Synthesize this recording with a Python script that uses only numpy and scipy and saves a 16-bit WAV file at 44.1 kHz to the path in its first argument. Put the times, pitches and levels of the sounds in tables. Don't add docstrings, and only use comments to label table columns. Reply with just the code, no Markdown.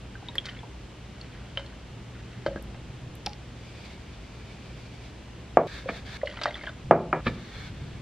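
import sys
import numpy as np
from scipy import signal
from scipy.fft import rfft, irfft, next_fast_len
from scipy.io import wavfile
from scipy.ndimage import map_coordinates

SR = 44100
rng = np.random.default_rng(int(sys.argv[2]) if len(sys.argv) > 2 else 0)


def transcribe(signal):
    frames = np.atleast_2d(signal).T
    limited = np.clip(frames, -1, 1)
    pcm = np.round(limited * 32767).astype(np.int16)
    wavfile.write(sys.argv[1], SR, pcm)


N = 353241
TIME = np.arange(N) / SR
AGE = TIME[:SR // 2]


def from_db(db):
    return 10 ** (np.asarray(db) / 20)


def rms_one(x):
    return x / np.sqrt(np.mean(x ** 2) + 1e-20)


def peak_one(x):
    return x / (np.abs(x).max() + 1e-20)


def at_hz(points, hz):
    f, value = np.transpose(points)
    return np.interp(np.log(np.maximum(hz, 1)), np.log(f), value)


def cut(x, hz, kind, order=2):
    sos = signal.butter(order, np.clip(hz, 10, .45 * SR), kind, fs=SR, output="sos")
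    return signal.sosfilt(sos, x)


def fade(t60):
    return from_db(-60 * AGE / t60)


def burst(t60):
    return rng.standard_normal(len(AGE)) * fade(t60)


def ring(modes):
    strengths = from_db(1.5 * rng.standard_normal(len(modes)))
    return sum(strengths[k] * from_db(db) * fade(t60) * np.sin(2 * np.pi * hz * AGE) * (-1) ** k
               for k, (hz, db, t60) in enumerate(modes))


def dying_noise(rows):
    rows, edges = np.array(rows), 90 * 2 ** np.arange(0, 7.6, .5)
    out, settle = 0, 2048
    for low, high in zip(edges, edges[1:]):
        hz = np.sqrt(low * high)
        band = cut(rng.standard_normal(len(AGE) + settle), [low, high], "band", order=3)[settle:]
        out = out + band * from_db(at_hz(rows[:, :2], hz)) * fade(at_hz(rows[:, ::2], hz))
    return out


def resonate(x, resonances):
    return x + sum(from_db(db) * signal.lfilter(*signal.iirpeak(hz, hz / width_hz, fs=SR), x)
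                   for hz, width_hz, db in resonances)


def drift(rate_hz):
    knots = rng.standard_normal(4096)
    return rms_one(map_coordinates(knots, [TIME * rate_hz], order=1, mode="wrap"))


def grains(per_s, spread_db):
    size = from_db(spread_db * np.minimum(rng.exponential(1, N), 3)) * rng.choice([-1, 1], N)
    return (rng.random(N) < per_s / SR) * size


TIME_JUMPS = [5.671, 6.172, 6.839, 7.21]


def add(track, s, sound):
    start = max(round(s * SR), 0)
    end = min([round(jump * SR) for jump in TIME_JUMPS if jump > s] + [N, start + len(sound)])
    track[start:end] += sound[:end - start]


def movements(rows, attack_s, release_s, swell_db):
    gain = np.zeros(N)
    for start, length, db in rows:
        progress = np.clip((TIME - start) / length, 0, 1)
        held = from_db(db + swell_db * (progress - .5))
        outside = np.maximum(start - TIME, 0) / attack_s + np.maximum(TIME - start - length, 0) / release_s
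        same_span = np.searchsorted(TIME_JUMPS, TIME) == np.searchsorted(TIME_JUMPS, start + length / 2)
        gain = np.maximum(gain, held * np.exp(-np.minimum(outside, 20)) * same_span)
    return gain


# frequency in Hz, side minus mid in dB.
STEREO_WIDTH = [(60, -36), (110, -26.5), (200, -14.5), (380, -7.5), (700, -8.5), (1290, -6), (2380, -10.5),
                (4400, -4), (8120, 5), (15000, 13.5)]


def noise(colour):
    size = next_fast_len(N)
    hz = np.arange(size // 2 + 1) * SR / size
    mid, side = rfft(rng.standard_normal((2, size))) * from_db(at_hz(colour, hz))
    mid = irfft(mid, size)[:N]
    side = irfft(side * from_db(at_hz(STEREO_WIDTH, hz)), size)[:N]
    return np.array([mid + side, mid - side]) / mid.std()


# frequency in Hz, relative density in dB.
ROOM_COLOUR = [(20, -21), (36, -14), (52, 2.5), (66, 0), (85, -4.5), (200, -8), (350, -13.5), (700, -20),
               (1400, -25), (2900, -25), (5000, -34.5), (8000, -43), (11000, -56.5), (15000, -64.5)]
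# frequency in Hz, rms level in dB.
HUM_TONES = [(59.2, -53), (118.4, -51), (199.2, -62.5)]


def room_tone(noise_db=-44.0, waver_db=2.0, wander_rad=0.52):
    out = from_db(noise_db) * noise(ROOM_COLOUR)
    for hz, db in HUM_TONES:
        amplitude = np.sqrt(2) * from_db(db + waver_db * drift(5.6))
        out += amplitude * np.sin(2 * np.pi * hz * TIME + wander_rad * drift(6.4))
    return out


def bubble(hz, t60, rise=0.077, swell_cycles=1.0):
    pitch = hz * (1 + rise * np.minimum(AGE / t60, 1))
    swell = 1 - np.exp(-AGE * hz / swell_cycles)
    return peak_one(np.sin(2 * np.pi * np.cumsum(pitch) / SR) * fade(t60) * swell)


def stray_bubbles(flow, per_s=45, low_hz=1078, high_hz=3370, splat_db=-3, count=1024):
    when, pitch = rng.random((2, count))
    over_flow_db = 6.5 + 2.5 * rng.standard_normal(count)
    starts = (np.arange(count) + when) / per_s
    levels = over_flow_db + 20 * np.log10(np.interp(starts, TIME, flow, right=0) + 1e-9)
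    pitches = low_hz * (high_hz / low_hz) ** pitch
    return [(s, db, hz, splat_db) for s, db, hz in zip(starts, levels, pitches) if db > -56]


def in_cup(x, bounce_db, bounce_t60):
    response = from_db(bounce_db) * burst(bounce_t60)
    response[0] = 1
    return signal.fftconvolve(x, response)[:N] / np.sqrt(np.sum(response ** 2))


# start in seconds, level in dB, pitch in Hz, splat against the bubble in dB.
CLEAR_BUBBLES = [(0.1533, -35.5, 1540, -8), (.226, -44, 790, -2), (0.2855, -30.5, 3720, -7),
                 (.287, -40, 935, -8), (0.354, -37, 1920, 5.5), (0.382, -18.5, 3240, -8.5),
                 (.466, -38, 3680, -7), (.485, -34, 1810, -2), (0.49, -33.5, 3020, -9),
                 (.569, -43, 2200, 1), (.59, -44, 3370, -9), (.6317, -40.5, 884, 2.5),
                 (1.2124, -34.5, 4370, -7), (1.573, -24, 3020, -8), (1.593, -44, 1460, -7),
                 (1.662, -44, 4200, 2), (2.463, -25.5, 1537, 1), (2.56, -36, 1600, -8),
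                 (2.572, -36.5, 1600, -2), (3.2692, -25.5, 804, -15), (6.215, -36, 1960, -4.5),
                 (6.258, -44, 4230, 6), (6.272, -25.5, 2030, -9), (6.273, -31.5, 2900, -4),
                 (6.312, -43, 3200, -2), (6.324, -43, 4000, 1), (6.358, -41, 2400, -2),
                 (6.371, -35, 1360, 1.5), (6.39, -33.5, 1970, -9), (6.397, -42, 3830, -6),
                 (6.42, -31, 4000, -8), (6.435, -24.5, 4770, -2), (6.441, -37, 4800, -1),
                 (6.467, -27.5, 1900, -15), (6.475, -37, 4150, -3), (6.488, -36, 3730, -9),
                 (6.507, -32, 2070, -8), (6.543, -32, 3450, -8), (6.553, -37, 3200, -7),
                 (6.554, -35.5, 1930, -1), (6.568, -43, 3900, -2), (6.579, -40, 2250, -10),
                 (6.593, -39, 2200, -7), (6.611, -33.5, 2100, -6), (6.637, -35, 1780, -5),
                 (6.666, -36, 3170, -7), (6.672, -29, 1620, 1), (6.68, -33, 1470, -7),
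                 (6.691, -43, 3490, -2), (6.692, -34, 1500, -4)]


def bubbles(flow, t60_at_1khz=0.043, splat_t60=0.034):
    out = np.zeros(N)
    for s, db, hz, splat_db in CLEAR_BUBBLES + stray_bubbles(flow):
        t60 = t60_at_1khz * (1000 / hz) ** 0.42
        splat = peak_one(cut(burst(splat_t60), [hz * 0.53, hz * 1.15], "band", order=3))
        add(out, s, from_db(db) * (bubble(hz, t60) + from_db(splat_db) * splat))
    return in_cup(out, bounce_db=-26.0, bounce_t60=.028)


def fizz(ring_cycles=18):
    out, pitches = np.zeros(N), np.geomspace(1350, 4600, 32)
    pops = grains(per_s=600, spread_db=8.5)
    pitch_index = rng.integers(0, len(pitches), N)
    for k, hz in enumerate(pitches):
        radius, angle = from_db(-60 * hz / (ring_cycles * SR)), 2 * np.pi * hz / SR
        resonator = [0, np.sin(angle)], [1, -2 * radius * np.cos(angle), radius ** 2]
        out += np.sqrt(hz) * signal.lfilter(*resonator, pops * (pitch_index == k) + 1e-18)
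    return rms_one(cut(out, 4600, "low"))


def crackle():
    return rms_one(cut(grains(per_s=400, spread_db=9.5), [1200, 4600], "band", order=3))


# start and length in seconds, level in dB.
STAIN_RUNS = [(.24, 0.21, -62), (.458, 0.053, -48.5), (.53, 0.066, -54.5), (1.15, 0.6, -61),
              (2.15, 0.36, -60), (6.28, 0.11, -47.5), (6.415, 0.079, -46), (6.545, 0.14, -51.5)]
# centre and width in Hz, gain in dB.
STREAM_RESONANCES = [(1500, 220, 6), (2100, 140, 3), (3150, 200, -4.5), (4000, 350, -7)]


def pour(crackle_db=-1):
    flow = movements(STAIN_RUNS, attack_s=0.011, release_s=0.034, swell_db=-1)
    froth = resonate(fizz() + from_db(crackle_db) * crackle(), STREAM_RESONANCES)
    stream = flow * rms_one(in_cup(froth, bounce_db=-20.5, bounce_t60=0.042))
    return stream + bubbles(flow)


# frequency in Hz, level in dB, t60 in seconds.
CUP_AIR_MODES = [(541.5, 5, 0.11), (618, 2, 0.052), (649, -1.5, 0.072)]


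def air_note(s, rise_per_s=0.013):
    return ring([(hz * (1 + rise_per_s * s), level, t60) for hz, level, t60 in CUP_AIR_MODES])


# frequency in Hz, level in dB, t60 in seconds.
CUP_WALL_MODES = [(795, 1.5, 0.047), (970, 11.5, 0.0091), (1302, 2.5, 0.065), (1600, -1.5, 0.098),
                  (2057, 0.5, 0.076), (2460, -7, 0.024), (3100, 4.5, 0.046), (3680, 7, 0.043),
                  (4310, 6.5, 0.048), (5000, 4, 0.032), (5700, -22, 0.036)]
CUP_BASE_MODES = [(198.4, -4.5, 0.16), (331, -3, 0.094), (480, -4, 0.039)]
# start in seconds, peak in dB, brightness in Hz, thump and air note gains in dB.
CUP_TAPS = [(0.3544, -33, 6000, -10, -13), (0.4547, -30, 7040, -23, -31), (1.5729, -27, 2400, -16, -10.5),
            (1.594, -35, 3000, -28, -30), (2.4624, -20, 2300, -2.5, -18), (2.558, -25.5, 1700, 4.5, -10),
            (2.745, -36.5, 1500, -7, -12), (3.262, -30, 2000, -3.5, -9), (6.4138, -23, 2580, -39, -14),
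            (6.434, -25.5, 4600, -27, -26), (6.456, -17.5, 1600, -48, -9), (6.476, -26.5, 2030, -34, 2),
            (6.636, -30.5, 1600, -22, -8), (6.669, -31, 2000, -28, -11), (6.692, -32, 2000, -24, -9)]


def cup_taps(crack_db=11.0, crack_t60=0.084):
    out = np.zeros(N)
    for s, db, bright_hz, thump_db, air_db in CUP_TAPS:
        hiss = cut(rng.standard_normal(len(AGE)), [350, 6500], "band")
        crack = from_db(crack_db) * hiss * fade(crack_t60)
        wall = peak_one(cut(ring(CUP_WALL_MODES) + crack, bright_hz, "low"))
        hollow = from_db(air_db) * air_note(s)
        thump = from_db(thump_db) * ring(CUP_BASE_MODES)
        add(out, s, from_db(db) * peak_one(wall + hollow + thump))
    return out


# start in seconds, peak in dB, low and high edge in Hz.
SNAPS = [(.3548, -39.5, 6000, 12400), (.4565, -34, 3200, 6130), (0.4595, -29.5, 3500, 5900),
         (1.574, -20.5, 1100, 3600), (2.4635, -30.5, 3600, 4840), (2.625, -39, 8000, 13100),
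         (3.153, -40.5, 8040, 13000), (3.2619, -18.5, 1600, 5340), (3.2624, -24, 4900, 5700),
         (3.2617, -38, 7000, 12000), (3.2653, -21, 1830, 5700), (3.27, -25.5, 1500, 4230),
         (3.2935, -36, 3500, 5950), (3.3327, -30, 1790, 5000), (6.4559, -13.5, 690, 1750),
         (7.1287, -21.5, 1670, 2950)]


def ticks(t60=0.0053):
    out = np.zeros(N)
    for s, db, low_hz, high_hz in SNAPS:
        add(out, s, from_db(db) * peak_one(cut(burst(t60), [low_hz, high_hz], "band", order=5)))
    return out


# frequency in Hz, level in dB, t60 in seconds.
RIM_MODES = [(1400, -10, .1), (2131, -9, .14), (2930, -4, 0.22), (3060, -3, 0.18), (3160, 1, .08),
             (3876, -5, .1)]
# start in seconds, peak in dB.
RIM_PINGS = [(1.5733, -32), (2.4635, -42)]


def rim_pings():
    out = np.zeros(N)
    for s, db in RIM_PINGS:
        add(out, s, from_db(db) * peak_one(ring(RIM_MODES)))
    return out


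# start and length in seconds, level in dB.
HAND_MOVES = [(1.92, 0.096, -45), (2.38, 0.72, -44.5), (5.87, 0.24, -48.5), (6.85, 0.13, -38),
              (7.268, 0.05, -35), (7.56, 0.28, -43), (7.81, 0.22, -38.5)]
# frequency in Hz, relative density in dB.
HANDLING_COLOUR = [(30, -3.5), (70, 4.5), (130, 12), (200, -2.5), (300, -7), (600, -29), (1200, -32.5),
                   (3000, -67)]


def handling():
    return movements(HAND_MOVES, attack_s=0.025, release_s=0.02, swell_db=0) * noise(HANDLING_COLOUR)


# start in seconds, level in dB, pitch in Hz, t60 in seconds, relative after-ring in dB.
GULPS = [(2.4625, -19, 586, 0.036, -9), (2.483, -32, 628, .04, -20), (2.513, -37, 557, .06, -7),
         (2.559, -30.5, 590, 0.05, -12), (5.858, -29, 530, 0.06, -23), (6.2326, -18, 576, 0.039, -18)]


def glugs(splat_db=-16, splat_t60=0.055):
    out = np.zeros(N)
    for s, db, hz, t60, after_db in GULPS:
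        splat = from_db(splat_db) * peak_one(cut(burst(splat_t60), [350, 1100], "band"))
        gulp = bubble(hz, t60, rise=0.032, swell_cycles=1.6)
        hollow = from_db(after_db) * peak_one(air_note(s))
        add(out, s, from_db(db) * (gulp + hollow + splat))
    return out


def wandering_band(x, hz, width_hz, wander_share=0.026, block=512):
    centre = hz * (1 + wander_share * drift(14))
    out, state = np.zeros_like(x), np.zeros((2, 2))
    for i in range(0, N, block):
        peak = signal.iirpeak(centre[i], hz / width_hz, fs=SR)
        out[:, i:i + block], state = signal.lfilter(*peak, x[:, i:i + block], zi=state)
    return out


# frequency in Hz, relative density in dB.
CLOTH_COLOUR = [(200, -6), (500, 1.5), (1100, -4.5), (1750, -4), (2300, -3.5), (2900, -4.5), (4000, -4),
                (5300, -10), (8500, -21), (11000, -36), (15000, -35)]


def rub(strokes, bands, catch_db, uneven_db):
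    rasp = rms_one(cut(grains(per_s=800, spread_db=7.5), [2500, 5000], "band"))
    friction = from_db(uneven_db * drift(35)) * (noise(CLOTH_COLOUR) + from_db(catch_db) * rasp)
    out = friction + sum(from_db(db) * wandering_band(friction, hz, width_hz)
                         for hz, width_hz, db in bands)
    pressure = movements(strokes, attack_s=0.011, release_s=0.03, swell_db=3)
    return pressure * out / out.mean(axis=0).std()


# start and length in seconds, level in dB.
CAN_STROKES = [(3.57, 0.364, -53), (3.98, 1.1, -57)]
CUP_STROKES = [(5.672, 0.12, -43.5), (5.88, 0.09, -45), (6.065, 0.14, -43.5), (7.255, 0.028, -45),
               (7.34, 0.17, -51), (7.49, 0.18, -47.5), (7.72, 0.25, -57)]
# centre and width in Hz, gain in dB.
CAN_RUB_BANDS = [(2330, 150, 10.5), (3450, 160, 2), (4620, 370, 0.5)]
CUP_RUB_BANDS = [(1310, 91, 2), (1620, 130, 10.5), (1750, 130, 10), (2200, 170, 10), (3530, 340, 6),
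                 (4320, 160, 4), (5960, 70, 0), (13900, 1400, -1)]


def rag():
    wipe = rub(CAN_STROKES, CAN_RUB_BANDS, catch_db=-20, uneven_db=2.0)
    scrub = rub(CUP_STROKES, CUP_RUB_BANDS, catch_db=-10, uneven_db=1.1)
    return wipe + scrub


# frequency in Hz, level in dB, t60 in seconds.
BENCH_MODES = [(161, -1.5, 0.22), (224, -9, 0.28), (352.4, -1.5, .3), (391.4, -0.5, .2), (522, -8, 0.35),
               (554, -9.5, 0.15), (590, -4, .23), (652, -2.5, .21), (675, -4.5, .15), (727, -8, 0.23),
               (778, -5.5, 0.23), (877, -3, .14), (1120, -10, 0.24)]
CAN_MODES = [(1020, -13.5, 0.2), (1180, 6.5, .12), (1350, -1, 0.1), (1520, -10, 0.12), (1680, -1.5, 0.22),
             (1830, -5, 0.17), (2000, -10.5, 0.22), (2240, -4, 0.33), (2290, -12, 0.24), (2400, -6, 0.26)]
RATTLE_BANDS = [(128, -9, 0.18), (261, -9, 0.42), (525, -2.5, 0.14), (705, 2.5, 0.096), (1070, -5, 0.22),
                (1600, -14, 0.2), (2400, -26.5, 0.077), (3200, -47, .12), (5900, -62.5, 0.056)]
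# start in seconds, level in dB, thud pitch in Hz, its
# t60 in seconds, bench ring in dB, its tilt in dB per octave, rattle and can ring gains in dB.
BENCH_KNOCKS = [(5.571, 3, 647, 0.0075, -24, -0.5, -27.5, -43.5),
                (6.91, 3.5, 660, 0.0076, -23.5, -0.5, -24, -43.5),
                (6.9535, -12, 423, 0.0048, -27, 0, -35, -47), (6.9888, -23, 700, 0.0056, -27, 0, -28, -36),
                (7.1279, -10, 1310, 0.013, -18.5, -1.5, -18, -28)]


def knocks(rattle_boost_db=20.0, overtone_db=-17, build_s=0.00042):
    out = np.zeros(N)
    for s, db, hz, t60, ring_db, tilt_db, tools_db, can_db in BENCH_KNOCKS:
        blow = bubble(hz, t60, rise=0) + from_db(overtone_db) * bubble(1.794 * hz, t60=0.022, rise=0)
        thud = cut(cut(blow, 2000, "low", order=4), 130, "high")
        modes = [(f, level + tilt_db * np.log2(f / 500), ring_s) for f, level, ring_s in BENCH_MODES]
        bench = from_db(ring_db) * ring(modes)
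        rattle = from_db(rattle_boost_db + tools_db) * dying_noise(RATTLE_BANDS)
        can = from_db(can_db) * ring(CAN_MODES)
        build_up = 1 - np.exp(-AGE / build_s)
        add(out, s, from_db(db) * (thud + (bench + rattle + can) * build_up))
    return out


# frequency in Hz, relative density in dB.
SLIDE_COLOUR = [(60, -29), (170, 7.5), (280, 0), (550, -4.5), (1000, -6), (1700, -6.5), (2300, -7),
                (2900, -9.5), (4500, -13), (8000, -48), (15000, -62)]
# centre and width in Hz, gain in dB.
SLIDE_RESONANCES = [(239, 37, 2.5), (480, 100, -3), (690, 85, 1.5), (1297, 92, 6.5), (1734, 95, 8),
                    (2186, 86, 6), (2280, 98, 6)]
# time in seconds, peak in dB, build-up and fade in seconds, brightness in Hz, boom in dB.
SHOVES = [(5.8905, -17, 0.003, 0.0087, 2100, -41), (7.269, -13.5, 0.0042, 0.011, 3600, -26.5)]


def scuffs(grain_db=1.5, boom_hz=330):
    out = np.zeros(N)
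    friction = noise(SLIDE_COLOUR).mean(axis=0) * from_db(grain_db * drift(400))
    for s, db, build_s, fade_s, bright_hz, boom_db in SHOVES:
        from_peak = np.maximum((s - TIME) / build_s, (TIME - s) / fade_s)
        slide = friction * np.exp(-np.minimum(from_peak, 20))
        out += from_db(db) * peak_one(cut(resonate(slide, SLIDE_RESONANCES), bright_hz, "low"))
        add(out, s, from_db(boom_db) * peak_one(cut(ring(BENCH_MODES), boom_hz, "low")))
    return out


# delay in seconds, level in dB.
NEAR_ECHOES = [(.0042, -21), (.0095, -40), (0.018, -23), (0.027, -41)]
# frequency in Hz, relative level in dB, t60 in seconds.
ROOM_TAIL = [(150, 5.5, 0.56), (606, -0.5, 0.4), (1500, -12.5, 0.53), (4000, -8.5, 0.35), (12000, 3, 0.14)]


def workshop_response(tail_db, port_delay_samples=0.6):
    tails = np.array([dying_noise(ROOM_TAIL), dying_noise(ROOM_TAIL)])
    tail_ahead, tail_across = from_db(tail_db) * tails * (1 - np.exp(-AGE / 0.0022))
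    direct = np.zeros(len(AGE))
    direct[0] = 1
    for s, db in NEAR_ECHOES:
        direct[round(s * SR)] += from_db(db)
    side = port_delay_samples * np.gradient(np.pad(direct + tail_across, 2))
    mid = np.pad(direct + tail_ahead, 2)
    return np.array([mid - side, mid + side])


def workshop(x, tail_db):
    response, out = workshop_response(tail_db), np.zeros((2, N))
    edges = [0] + [round(s * SR) for s in TIME_JUMPS] + [N]
    for a, b in zip(edges, edges[1:]):
        out[:, a:b] = signal.fftconvolve(x[None, a:b], response, axes=1)[:, :b - a]
    return out


def scene():
    at_cup = workshop(pour() + glugs() + cup_taps() + rim_pings() + ticks(), tail_db=-41.0)
    on_bench = workshop(knocks() + scuffs(), tail_db=-38.0)
    return at_cup + on_bench + rag() + room_tone() + handling()


def gain_control(x, threshold_db=-8.5, share=0.27, attack_s=0.016, release_db_per_s=13.5):
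    level_db = 20 * np.log10(np.abs(x).max(axis=0) + 1e-9)
    excess_db = np.maximum(level_db - threshold_db, 0)
    recovery = release_db_per_s * TIME
    held_db = np.maximum.accumulate(share * excess_db + recovery) - recovery
    pole = np.exp(-1 / (attack_s * SR))
    return x * from_db(-signal.lfilter([1 - pole], [1, -pole], held_db))


def record(dry):
    ducked = gain_control(dry)
    rounded = ducked / (1 + ducked ** 4) ** .25
    top_cut = signal.ellip(10, .1, 70, 15400, fs=SR, output="sos")
    return signal.sosfilt(top_cut, rounded)


dry = scene()
out = record(dry)
transcribe(out)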